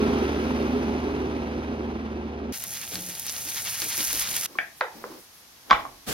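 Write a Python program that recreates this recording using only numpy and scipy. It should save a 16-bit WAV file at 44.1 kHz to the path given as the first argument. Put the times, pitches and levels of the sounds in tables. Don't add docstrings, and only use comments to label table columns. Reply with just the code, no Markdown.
import sys
import numpy as np
from scipy import signal
from scipy.fft import rfft, irfft, next_fast_len
from scipy.io import wavfile
from scipy.ndimage import map_coordinates

SR = 44100
rng = np.random.default_rng(int(sys.argv[2]) if len(sys.argv) > 2 else 0)


def to_wav(sig):
    pcm = np.clip(np.atleast_2d(sig), -1, 1) * 32767
    pcm = np.round(pcm).astype(np.int16)
    wavfile.write(sys.argv[1], SR, pcm.T)


N = 270327
TOP_HZ = 15950

PLACE_ENDS = [2.523, 4.4635, 6.062]
# f/Hz, side level/dB
WOK_WIDTH = [(60, -24), (200, -16), (380, -8.5), (700, -7), (1290, 1.5), (2380, -13), (4400, -6.5),
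             (5600, 2), (8120, 10), (11000, -13.5), (15000, -5)]
# f/Hz, side level/dB
ROOM_WIDTH = [(60, -16), (300, -3.5), (1200, -1.5), (5000, 0.5), (12000, -3.5)]
# from t/s, to t/s
STIRRING = (3.2, 3.95)
BUBBLING_RISE_DB = 8
# t/s, thud level/dB before a trim, sizzle flare/dB
LADLE_PUSHES = [(2.912, -41.5, 2.5), (2.955, -45, 2.5), (2.99, -54, 0), (3.068, -45.5, -0.5),
                (3.285, -72.5, 0.5), (3.45, -48, 1), (3.555, -73, 3.5), (3.67, -70, 1), (3.819, -41, 1),
                (3.977, -39, 4.5), (4.122, -42, 2.5), (4.295, -45, 0.5)]


def amp(db):
    return 10 ** (np.asarray(db) / 20)


def unit(x):
    return x / np.sqrt(np.mean(x ** 2) + 1e-20)


def along(points, hz):
    f, v = np.transpose(points)
    return np.interp(np.log(hz + 1), np.log(f + 1), v)


def curves(rows):
    s, *cols = np.transpose(rows)
    return [np.interp(np.arange(N) / SR, s, c) for c in cols]


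def since(s):
    return np.maximum(np.arange(N) / SR - s, 0)


def wobble(rate):
    knots = rng.standard_normal(int(N * rate / SR) + 4)
    return map_coordinates(knots, [np.arange(N) * rate / SR])


def fade(t, t60):
    return np.exp(-np.log(1000) * t / t60)


def strokes(rows, edge_s):
    t = since(0)
    return sum(amp(db) * np.clip(np.minimum(t - s, s + length - t) / edge_s, 0, 1)
               for s, length, db in rows)


def add(track, s, sound):
    part = track[..., round(s * SR):][..., :sound.shape[-1]]
    part += sound[..., :part.shape[-1]]


def filtered(x, response):
    m = next_fast_len(N + SR // 2)
    return irfft(rfft(x, m) * response(np.fft.rfftfreq(m, 1 / SR)), m)[..., :N]


def causal(points, size=2048):
    cepstrum = irfft(np.log(amp(along(points, np.fft.rfftfreq(size, 1 / SR)))))
    cepstrum[1:size // 2] *= 2
    cepstrum[size // 2 + 1:] = 0
    return irfft(np.exp(rfft(cepstrum)))


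def noise():
    return rng.standard_normal((2, N))


def crackle(rate, scatter_db):
    size_db = scatter_db * np.minimum(rng.exponential(size=(2, N)), 4.5)
    bursts = rng.random((2, N)) < rate / SR
    return unit(bursts * amp(size_db) * np.sign(noise()))


def spread(pair, spectrum, width, direct=0):
    direct = np.clip(direct, -1, 1)
    mid, stray = filtered(pair, lambda hz: amp(along(spectrum, hz)))
    side = filtered(mid, lambda hz: 1j * direct * amp(along(width, hz)))
    side += filtered(stray, lambda hz: np.sqrt(1 - direct ** 2) * amp(along(width, hz)))
    return np.array([mid + side, mid - side]) / np.std(mid)


def ports(x, lead_ms):
    return filtered(x, lambda hz: np.exp(np.outer([1j, -1j], np.pi * hz * lead_ms / 1000)))


def walls(x, reach_s, strength, count=10):
    taps = np.zeros(SR // 10)
    taps[0] = 1
    delays = np.clip(rng.uniform(.15, 1, count) * reach_s, 0, .09)
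    taps[(delays * SR).astype(int)] += strength * rng.choice([-1, 1], count)
    return signal.fftconvolve(x, taps[None], axes=1)[:, :N]


def echo(sound, t60s, build_s=0.0022):
    hz, t, z = signal.stft(rng.standard_normal((2, SR // 2)), SR, nperseg=256)
    z[1] *= amp(along(ROOM_WIDTH, hz))[:, None]
    decaying = z * fade(t, along(t60s, hz)[:, None])
    mid, side = signal.istft(decaying, SR, nperseg=256)[1]
    build_up = 1 - np.exp(-(np.arange(len(mid)) / SR / build_s) ** 2)
    tail = np.array([mid + side, mid - side]) * build_up
    return signal.fftconvolve(sound[None], tail / np.linalg.norm(tail[0]), axes=1)


def lorry_levels():
    # starting level/dB before trims, loss/dB per s
    receding = [(-33.5, 2), (-24.5, 4), (-41.5, 5.5)]
    # t/s, level/dB
    surges = [(.19, 1.5), (.75, 0.5), (.92, 1.5), (1.06, 1.5), (1.29, 1.5), (1.85, 0.5)]
    surge_s = 0.064
    t = since(0)
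    boom_db, exhaust_db, clatter_db = [db - loss * t for db, loss in receding]
    surge_db = sum(db * np.exp(-((t - s) / surge_s) ** 2) for s, db in surges)
    return boom_db, exhaust_db + surge_db, clatter_db


def lorry(cylinder_db=-1.02, waver_db=3.0, tones_db=0.06):
    # t/s, firing rate f/Hz
    speed = [(0, 74.7), (1.8, 74.6), (2.15, 73.7), (2.5, 73.4)]
    # multiple of the firing rate, level/dB
    boom_orders = [(0.748, -15), (1.001, -1.5), (1.501, -15), (1.998, -17)]
    # multiple of the firing rate, level/dB
    drone_orders = [(3.75, -20.5), (4, -19.5), (4.17, -18), (5, -15), (6.71, -18.5), (7.5, -23)]
    loud_orders = [3, 3.36, 5.55]
    # t/s, level/dB, level/dB, level/dB
    loud_levels = [(0.0, -32.5, -35, -28.5), (0.09, -31, -26, -27.5), (0.33, -35.5, -51, -37.5),
                   (0.49, -32.5, -28, -41), (0.65, -32.5, -34.5, -38), (0.69, -37, -31.5, -47),
                   (0.77, -34.5, -28, -28), (0.88, -32, -34.5, -45), (1.15, -45, -35.5, -36),
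                   (1.4, -37, -41.5, -45.5), (1.91, -37.5, -39, -40), (2.04, -37, -41.5, -54),
                   (2.35, -43, -47, -45.5), (2.501, -37.5, -35.5, -43)]
    # f/Hz, level/dB
    pipe_spectrum = [(25, -52), (50, -10), (100, -15.5), (190, -8), (235, -3), (310, -2), (400, -3.5),
                     (470, -11), (620, -13), (830, -12), (1200, -22), (2000, -39), (5000, -82)]
    # f/Hz, level/dB
    clatter_spectrum = [(300, -39), (800, 2.5), (1300, 8), (1900, 0.5), (2450, 3), (3700, -4.5), (4700, -8),
                        (5400, -8), (6700, -13), (7500, -60), (8400, -20.5), (11500, -22), (13500, -33),
                        (16000, -33)]
    # f/Hz, side level/dB
    lane_width = [(60, -35), (200, -50), (700, -13), (2000, -3), (5000, -8), (15000, 2.5)]

    firing_hz, = curves(speed)
    boom_db, exhaust_db, clatter_db = lorry_levels()
    phase = 2 * np.pi * np.cumsum(firing_hz) / SR

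    def tone(order):
        drifting = order * (phase + .024 * wobble(30))
        return np.sqrt(2) * np.sin(drifting + 2 * np.pi * rng.random())

    boom = amp(boom_db - 0.5) * sum(amp(db + 0.7 * wobble(13.0)) * tone(k) for k, db in boom_orders)
    drone = amp(exhaust_db) * sum(amp(db + waver_db * wobble(9.09)) * tone(k) for k, db in drone_orders)
    drone += sum(amp(db + tones_db) * tone(k) for k, db in zip(loud_orders, curves(loud_levels)))

    burn_db = cylinder_db * np.cos(phase / 4) + .5 * wobble(firing_hz.mean())
    gate = 1 + .09 * (np.cos(phase) + np.cos(2 * phase))
    puffs = unit(gate * amp(burn_db))
    exhaust = amp(exhaust_db - 2.5) * spread(puffs * noise(), pipe_spectrum, lane_width)
    low_notes = filtered(exhaust, lambda hz: 1 / (1 + (hz / 450) ** 8))
    exhaust += (amp(1.6 * wobble(32)) - 1) * low_notes

    rattle = walls(puffs * noise(), reach_s=.02, strength=0.093)
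    clatter = amp(clatter_db + 6.0) * spread(rattle, clatter_spectrum, lane_width)
    hidden, = curves([(.8, 0.019), (2.5, 0.58)])
    clatter -= hidden * filtered(clatter, lambda hz: 1 / (1 + (6000 / (hz + 1)) ** 4))
    leaning = (drone + exhaust) * amp([[-1], [.8]])  # left, right in dB
    return boom + ports(leaning + clatter, lead_ms=-0.25)


def turbo(flutter_hz=130):
    # t/s, f/Hz, level/dB over the untrimmed clatter
    whistle_rows = [(0, 12350, -29), (.75, 12280, -24), (1.05, 12150, -32), (1.5, 12000, -45)]
    hz, over_db = curves(whistle_rows)
    whistle = np.sin(2 * np.pi * np.cumsum(hz + flutter_hz * wobble(500)) / SR)
    return amp(lorry_levels()[2] + over_db) * whistle


def sizzle_levels():
    flare_s = 0.024
    stirred = np.interp(since(0), STIRRING, [0, 1])
    flare_db = sum(db * since(s) / flare_s * np.exp(1 - since(s) / flare_s) for s, _, db in LADLE_PUSHES)
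    fizz_db = -39.5 + 7.5 * stirred + 0.48 * flare_db
    bubbling_db = -45 + BUBBLING_RISE_DB * stirred + flare_db
    return fizz_db, bubbling_db


def frying(flame_db=-51):
    # f/Hz, level/dB
    fizz_spectrum = [(1500, -32), (4000, -8.5), (6300, -0.5), (7700, -12), (9000, -3), (10800, 2.5),
                     (13000, -1), (16000, -5.5)]
    # f/Hz, level/dB
    bubbling_spectrum = [(250, -31), (500, -14.5), (900, -4), (1400, 0), (2300, 4), (3500, 2.5),
                         (5000, 1.5), (7000, -6), (12000, -44)]
    # f/Hz, level/dB
    flame_spectrum = [(15, -44), (25, -16), (91, 5), (151, 0), (179, -0.5), (211, 1.5), (308, -7.5),
                      (700, -3.5), (910, -4), (1540, -120)]
    fizz_db, bubbling_db = sizzle_levels()

    def in_wok(bursts):
        return walls(bursts + .5 * noise(), reach_s=.012, strength=.085, count=14)

    fizz_bursts = in_wok(crackle(rate=2700, scatter_db=3.5))
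    fizz = spread(fizz_bursts, fizz_spectrum, WOK_WIDTH, direct=-0.93)
    bubbling_bursts = in_wok(crackle(rate=2000, scatter_db=2.5))
    bubbling = spread(bubbling_bursts, bubbling_spectrum, WOK_WIDTH, direct=-0.37)
    flame = amp(flame_db + 1.5 * wobble(14)) * spread(noise(), flame_spectrum, WOK_WIDTH)
    fizz *= amp(fizz_db + 1.6 * wobble(40) + 0.66 * wobble(14))
    bubbling *= amp(bubbling_db + 2.3 * wobble(30))
    return fizz + bubbling + flame


def droplets(count=60):
    middle_db, scatter_db, highest_hz, octaves = -25, 4, 9000, 1.5
    when, size, pitch = rng.random((count, 3)).T
    s = PLACE_ENDS[0] + when * (PLACE_ENDS[1] - PLACE_ENDS[0])
    stirred_db = BUBBLING_RISE_DB * np.interp(s, STIRRING, [-.5, .5])
    db = middle_db + scatter_db * (2 * size - 1) + stirred_db
    return list(zip(s, db, highest_hz * 2 ** (-octaves * pitch)))


def spits(cycles=10, splash_db=-18.5, splash_t60=0.037):
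    # t/s, level/dB, f/Hz
    set_drops = [(2.5615, -17, 10200), (2.6245, -17, 11900), (2.6390, -9, 12500), (2.752, -22, 5800),
                 (2.7725, -21, 4600), (2.8772, -23, 3400), (2.9440, -16, 11000), (2.9560, -11, 4470),
                 (3.0255, -23, 5100), (3.089, -18, 11500), (3.097, -18, 10000), (3.152, -22, 4800),
                 (3.1968, -8.5, 12200), (3.2665, -11, 11000), (3.2962, -10, 6500), (3.365, -19, 4350),
                 (3.5452, -19, 5300), (3.5600, -12, 10500), (3.621, -13, 10000), (3.673, -18, 6400),
                 (3.711, -13, 11500), (3.8195, -9, 4600), (3.8446, -11, 12300), (3.924, -19, 4700),
                 (3.9710, -13, 5800), (3.9785, -7, 11200), (4.0057, -14, 4050), (4.1298, -3, 12200),
                 (4.2897, -17, 3800), (4.312, -8, 11900), (4.3655, -2, 11900), (4.411, -11, 10300),
                 (4.4507, -11, 11800)]
    out, t = np.zeros((2, N)), np.arange(SR // 20) / SR
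    for s, db, hz in set_drops + droplets():
        snap = np.sin(2 * np.pi * hz * t + [[.4], [-.4]]) * fade(t, cycles / hz)
        splash_gain = amp(splash_db) * fade(t, splash_t60) + 0.13 * fade(t, 0.001)
        scatter = rng.standard_normal((2, len(t))) * splash_gain
        band = signal.butter(1, [hz * 0.53, min(hz * 2.7, TOP_HZ)], "band", fs=SR, output="sos")
        add(out, s, amp(db) * (snap + signal.sosfilt(band, scatter)))
    return out


def ladle(attack=0.017, t60=0.23, thud_db=5):
    # f/Hz, level/dB
    thud_spectrum = [(30, -20), (90, -13), (170, -17), (290, 1.5), (430, -5), (700, -8.5), (1500, -31)]
    push = sum(amp(db + thud_db) * (1 - np.exp(-since(s) / attack)) * fade(since(s), t60)
               for s, db, _ in LADLE_PUSHES)
    return push * spread(noise(), thud_spectrum, WOK_WIDTH)


def wok_hums(edge_s=0.012):
    # t/s, length/s, level/dB, f/Hz
    hums = [(2.925, .1, -47, 182), (3.005, .14, -50, 181), (2.93, .06, -49, 100), (3.45, .35, -62, 110),
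            (3.85, .12, -54, 100.8), (4.06, .2, -55, 54)]

    def uneven_hum(hz):
        return amp(3 * wobble(55)) * np.sin(2 * np.pi * hz * since(0) + .35 * wobble(45))

    return sum(strokes([row], edge_s) * np.sqrt(2) * uneven_hum(hz) for *row, hz in hums)


def scraping(edge_s=0.0083):
    # t/s, length/s, level/dB
    scrapes = [(3.268, 0.044, -36.5), (3.362, 0.028, -47), (3.998, 0.034, -40)]
    # f/Hz, level/dB
    grating_spectrum = [(1200, -37), (2200, -4), (4000, 3), (6200, 4), (7500, -25), (14000, -30)]
    slips = crackle(rate=1800, scatter_db=4.5)
    return strokes(scrapes, edge_s) * spread(slips, grating_spectrum, WOK_WIDTH, direct=-0.6)


def quiet_room(hush_db=-54):
    # f/Hz, level/dB
    hush_spectrum = [(15, -34), (25, -11), (49, -5), (72, -3.5), (211, -5.5), (572, -8.5), (1090, -5),
                     (1320, -8), (2810, -9), (6140, -7), (7830, -15.5), (12100, -8.5), (15800, -22)]
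    return amp(hush_db) * spread(noise(), hush_spectrum, ROOM_WIDTH)


def kneading(push_edge_s=0.056, rustle_edge_s=.02):
    # t/s, length/s, level/dB
    pushes = [(4.45, 0.23, -52), (4.91, 0.32, -49), (5.64, 0.22, -50)]
    # f/Hz, level/dB
    rub_spectrum = [(100, -5), (300, 10.5), (750, 1), (1500, -3), (3500, -13.5), (5200, -6.5), (7000, -19),
                    (14000, -12)]
    # t/s, length/s, level/dB
    rustles = [(4.755, 0.057, -52.5), (5.17, 0.096, -56.5), (5.32, 0.11, -58.5)]
    # f/Hz, level/dB
    rustle_spectrum = [(5000, -28), (9000, -5), (11500, -1), (15500, -9)]
    slide = spread(crackle(rate=7000, scatter_db=2), rub_spectrum, ROOM_WIDTH)
    rustle = spread(crackle(rate=9000, scatter_db=3), rustle_spectrum, ROOM_WIDTH)
    return strokes(pushes, push_edge_s) * slide + strokes(rustles, rustle_edge_s) * rustle


def low_thumps(attack=0.0029, blur=0.16):
    # t/s, level/dB, f/Hz, t60/s
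    thumps = [(4.506, -46, 334, .048), (4.555, -38.5, 382, 0.05), (4.811, -32.5, 530, 0.22),
              (4.95, -52, 219, 0.47), (5.04, -37.5, 452, 0.18), (5.099, -44.5, 332, 0.28),
              (5.145, -50, 319, 0.17), (5.711, -32.5, 192.2, 0.092)]

    def blurred_note(hz):
        return 2 * np.sin(2 * np.pi * np.cumsum(hz * np.exp(blur * wobble(300))) / SR)

    return sum(amp(db) * blurred_note(hz) * (1 - np.exp(-since(s) / attack)) * fade(since(s), t60)
               for s, db, hz, t60 in thumps)


def bowl(clack_db=9, room_db=-5.5, crack_t60=0.016, click=1.9, grit=0.84, pop_rise_s=0.00021):
    # t/s, edge click level/dB,
    # hardness (0-1), dull above f/Hz, rim snap level/dB, snap f/Hz, snap t60/s, base lands after t/s,
    # base pop level/dB, pop f/Hz, pop t60/s, hollow note f/Hz, its level/dB over the pop,
    # ring level/dB over the clack
    knocks = [(4.551, -62, 0, 2500, -73, 1700, .02, 0.0021, -45.5, 1078, 0.089, 420, -5, -16),
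              (4.5865, -18, 0.45, 3200, -23, 2280, 0.078, 0.00101, -17, 1710, 0.0067, 744, -11.5, -5),
              (4.8092, -20.5, 0.9, 3400, -25, 4300, 0.012, 0.0022, -16, 1440, 0.0053, 1000, -4.5, -7.5),
              (5.0402, -44, 0, 1800, -40, 1650, .015, 0.00023, -25, 1070, 0.0055, 480, -9, -11),
              (5.115, -50, 0.5, 2000, -65, 2400, .02, .002, -49, 1050, .02, 850, -10, -11),
              (5.696, -36, 0.9, 6000, -50, 2200, .017, 0.0018, -39, 1000, .0066, 700, -7, -10),
              (5.7016, -26, 1, 6000, -41, 2220, .017, .001, -30, 1400, 0.0073, 800, -9, -10),
              (5.7094, -11.5, 1, 5000, -16.5, 4750, 0.0092, 0.003566, -10, 1105, 0.018, 835, -9, -7.5),
              (5.7135, -26, 1, 4500, -23, 3200, .008, 0.00103, -29, 1560, 0.0089, 755, -6, -7),
              (5.7215, -28, 1, 8000, -38, 3000, .017, .002, -34, 1000, .008, 696, -6, -10),
              (5.7292, -18, 0.9, 3500, -24, 3800, .008, 0.00028, -16.5, 1250, 0.006, 810, -4.5, -2.5),
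              (5.8494, -64, .1, 1800, -60, 1700, .017, .0025, -34, 1080, .023, 850, -2, -7)]
    # f/Hz, level/dB, t60/s
    modes = [(484, 4, .3), (560, 1, .25), (665, 7, .29), (721, 3, .33), (836, 4, .38), (905, -1, .3),
             (1001, 0, .33), (1103, -3, .25), (1250, -2, .22), (1319, 1, .22), (1359, 0, .3),
             (1443, 1, .22), (1575, 5, .22), (1635, 4, .2), (1761, -2, .21), (1947, 5, .2), (2076, 4, .2),
             (2225, 6, .24), (2320, 5, .24), (2660, 0, .17), (3386, -7, .13)]
    # f/Hz, level/dB
    dulling = [(60, -36), (250, -10), (500, -6), (700, -1), (1500, 2), (2350, 3), (2800, -3), (3400, 4),
               (4200, -5.5), (4850, -6), (5400, -8), (7000, -12), (9000, -46), (16000, -45)]
    # f/Hz, t60/s
    room_decay = [(150, 1), (550, 0.41), (850, 0.36), (1300, 0.18), (2000, 0.34), (3000, 0.31),
                  (5000, 0.33), (12000, 0.12)]
    # f/Hz, left lead/rad
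    port_lead = [(500, .05), (700, .25), (950, 1.15), (2300, 1.25), (3200, .1), (6000, 0)]
    # f/Hz, left minus right level/dB
    port_lean = [(600, -3.5), (1100, -1.8), (2000, 2.3), (4000, .5)]

    near, far, t = np.zeros((2, N)), np.zeros((2, N)), np.arange(SR // 2) / SR
    dense = signal.butter(2, 1400, "high", fs=SR, output="sos")

    def note(age, hz, t60):
        return np.sin(2 * np.pi * hz * age) * fade(age, t60)

    for (s, edge_db, hardness, dull_hz, snap_db, snap_hz, snap_t60, settle_s,
         pop_db, pop_hz, pop_t60, hollow_hz, hollow_db, ring_db) in knocks:
        crack = click * (t == 0) + grit * rng.standard_normal(len(t)) * fade(t, crack_t60)
        edge = (1 - .5 * hardness) * note(t, 2440, 0.0028) + hardness * crack
        landed = np.maximum(t - settle_s, 0)
        hollow = amp(hollow_db) * note(landed, hollow_hz, 0.009)
        base = (note(landed, pop_hz, pop_t60) + hollow) * (1 - np.exp(-landed / pop_rise_s))
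        snap = amp(snap_db) * note(t, snap_hz, snap_t60)
        cushion = signal.butter(2, min(dull_hz, TOP_HZ), fs=SR, output="sos")
        contact = signal.sosfilt(cushion, amp(edge_db) * edge + amp(pop_db + 2.5) * base)
        clack = amp(clack_db) * signal.fftconvolve(contact, causal(dulling))[:len(t)]
        steel = sum(amp(db + rng.normal(0, 0.87)) * np.sin(2 * np.pi * (hz * t + rng.random())) * fade(t, t60)
                    for hz, db, t60 in modes)
        crash = signal.sosfilt(dense, rng.standard_normal(len(t)))
        steel += amp(24) * crash * fade(t, 0.11)
        ring = signal.fftconvolve(clack, steel)[:len(t)]
        ring *= amp(ring_db) * np.linalg.norm(clack) / np.linalg.norm(ring)
        add(near, s, clack + ring + snap)
        add(far, s, amp(room_db) * echo(clack, room_decay))
    near = filtered(near, lambda hz: np.exp(np.outer([.5j, -.5j], along(port_lead, hz))))
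    return filtered(near + far, lambda hz: amp(np.outer([.5, -.5], along(port_lean, hz))))


def floor_boom(attack=0.0047, level_db=-42.5, t60=0.78):
    # f/Hz, level/dB
    boom_spectrum = [(20, -21), (36, 6), (60, 4.5), (90, -1.5), (130, 0), (180, -14), (280, -8.5),
                     (450, -13), (800, -35)]
    t = since(5.71)
    swell = 1 - np.exp(-t / attack)
    return amp(level_db) * swell * fade(t, t60) * spread(noise(), boom_spectrum, ROOM_WIDTH)


def closing_rush(rush_db=-30):
    # f/Hz, level/dB
    rush_spectrum = [(18, -30), (30, -11), (238, -1), (362, -10), (424, -3.5), (981, -17), (1450, -12),
                     (1790, -16.5), (3940, -17.5), (13500, -21), (15800, -28)]
    return amp(rush_db) * spread(noise(), rush_spectrum, ROOM_WIDTH)


def scene():
    t = np.arange(N) / SR
    kitchen, floor = [np.clip((t - s) / 0.00069, 0, 1) for s in PLACE_ENDS[:2]]
    last = np.clip((t - PLACE_ENDS[2]) / 0.026, 0, 1)
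    lane_sound = lorry() + turbo()
    kitchen_sound = frying() + spits() + ladle() + wok_hums() + scraping()
    floor_sound = quiet_room() + kneading() + low_thumps() + bowl() + floor_boom()
    return ((1 - kitchen) * lane_sound + (kitchen - floor) * kitchen_sound
            + (floor - last) * floor_sound + last * closing_rush())


def record(dry):
    rounded = dry / (1 + np.abs(dry / .92) ** 6) ** (1 / 6)
    return filtered(rounded, lambda hz: hz < TOP_HZ)


dry = scene()
out = record(dry)
to_wav(out)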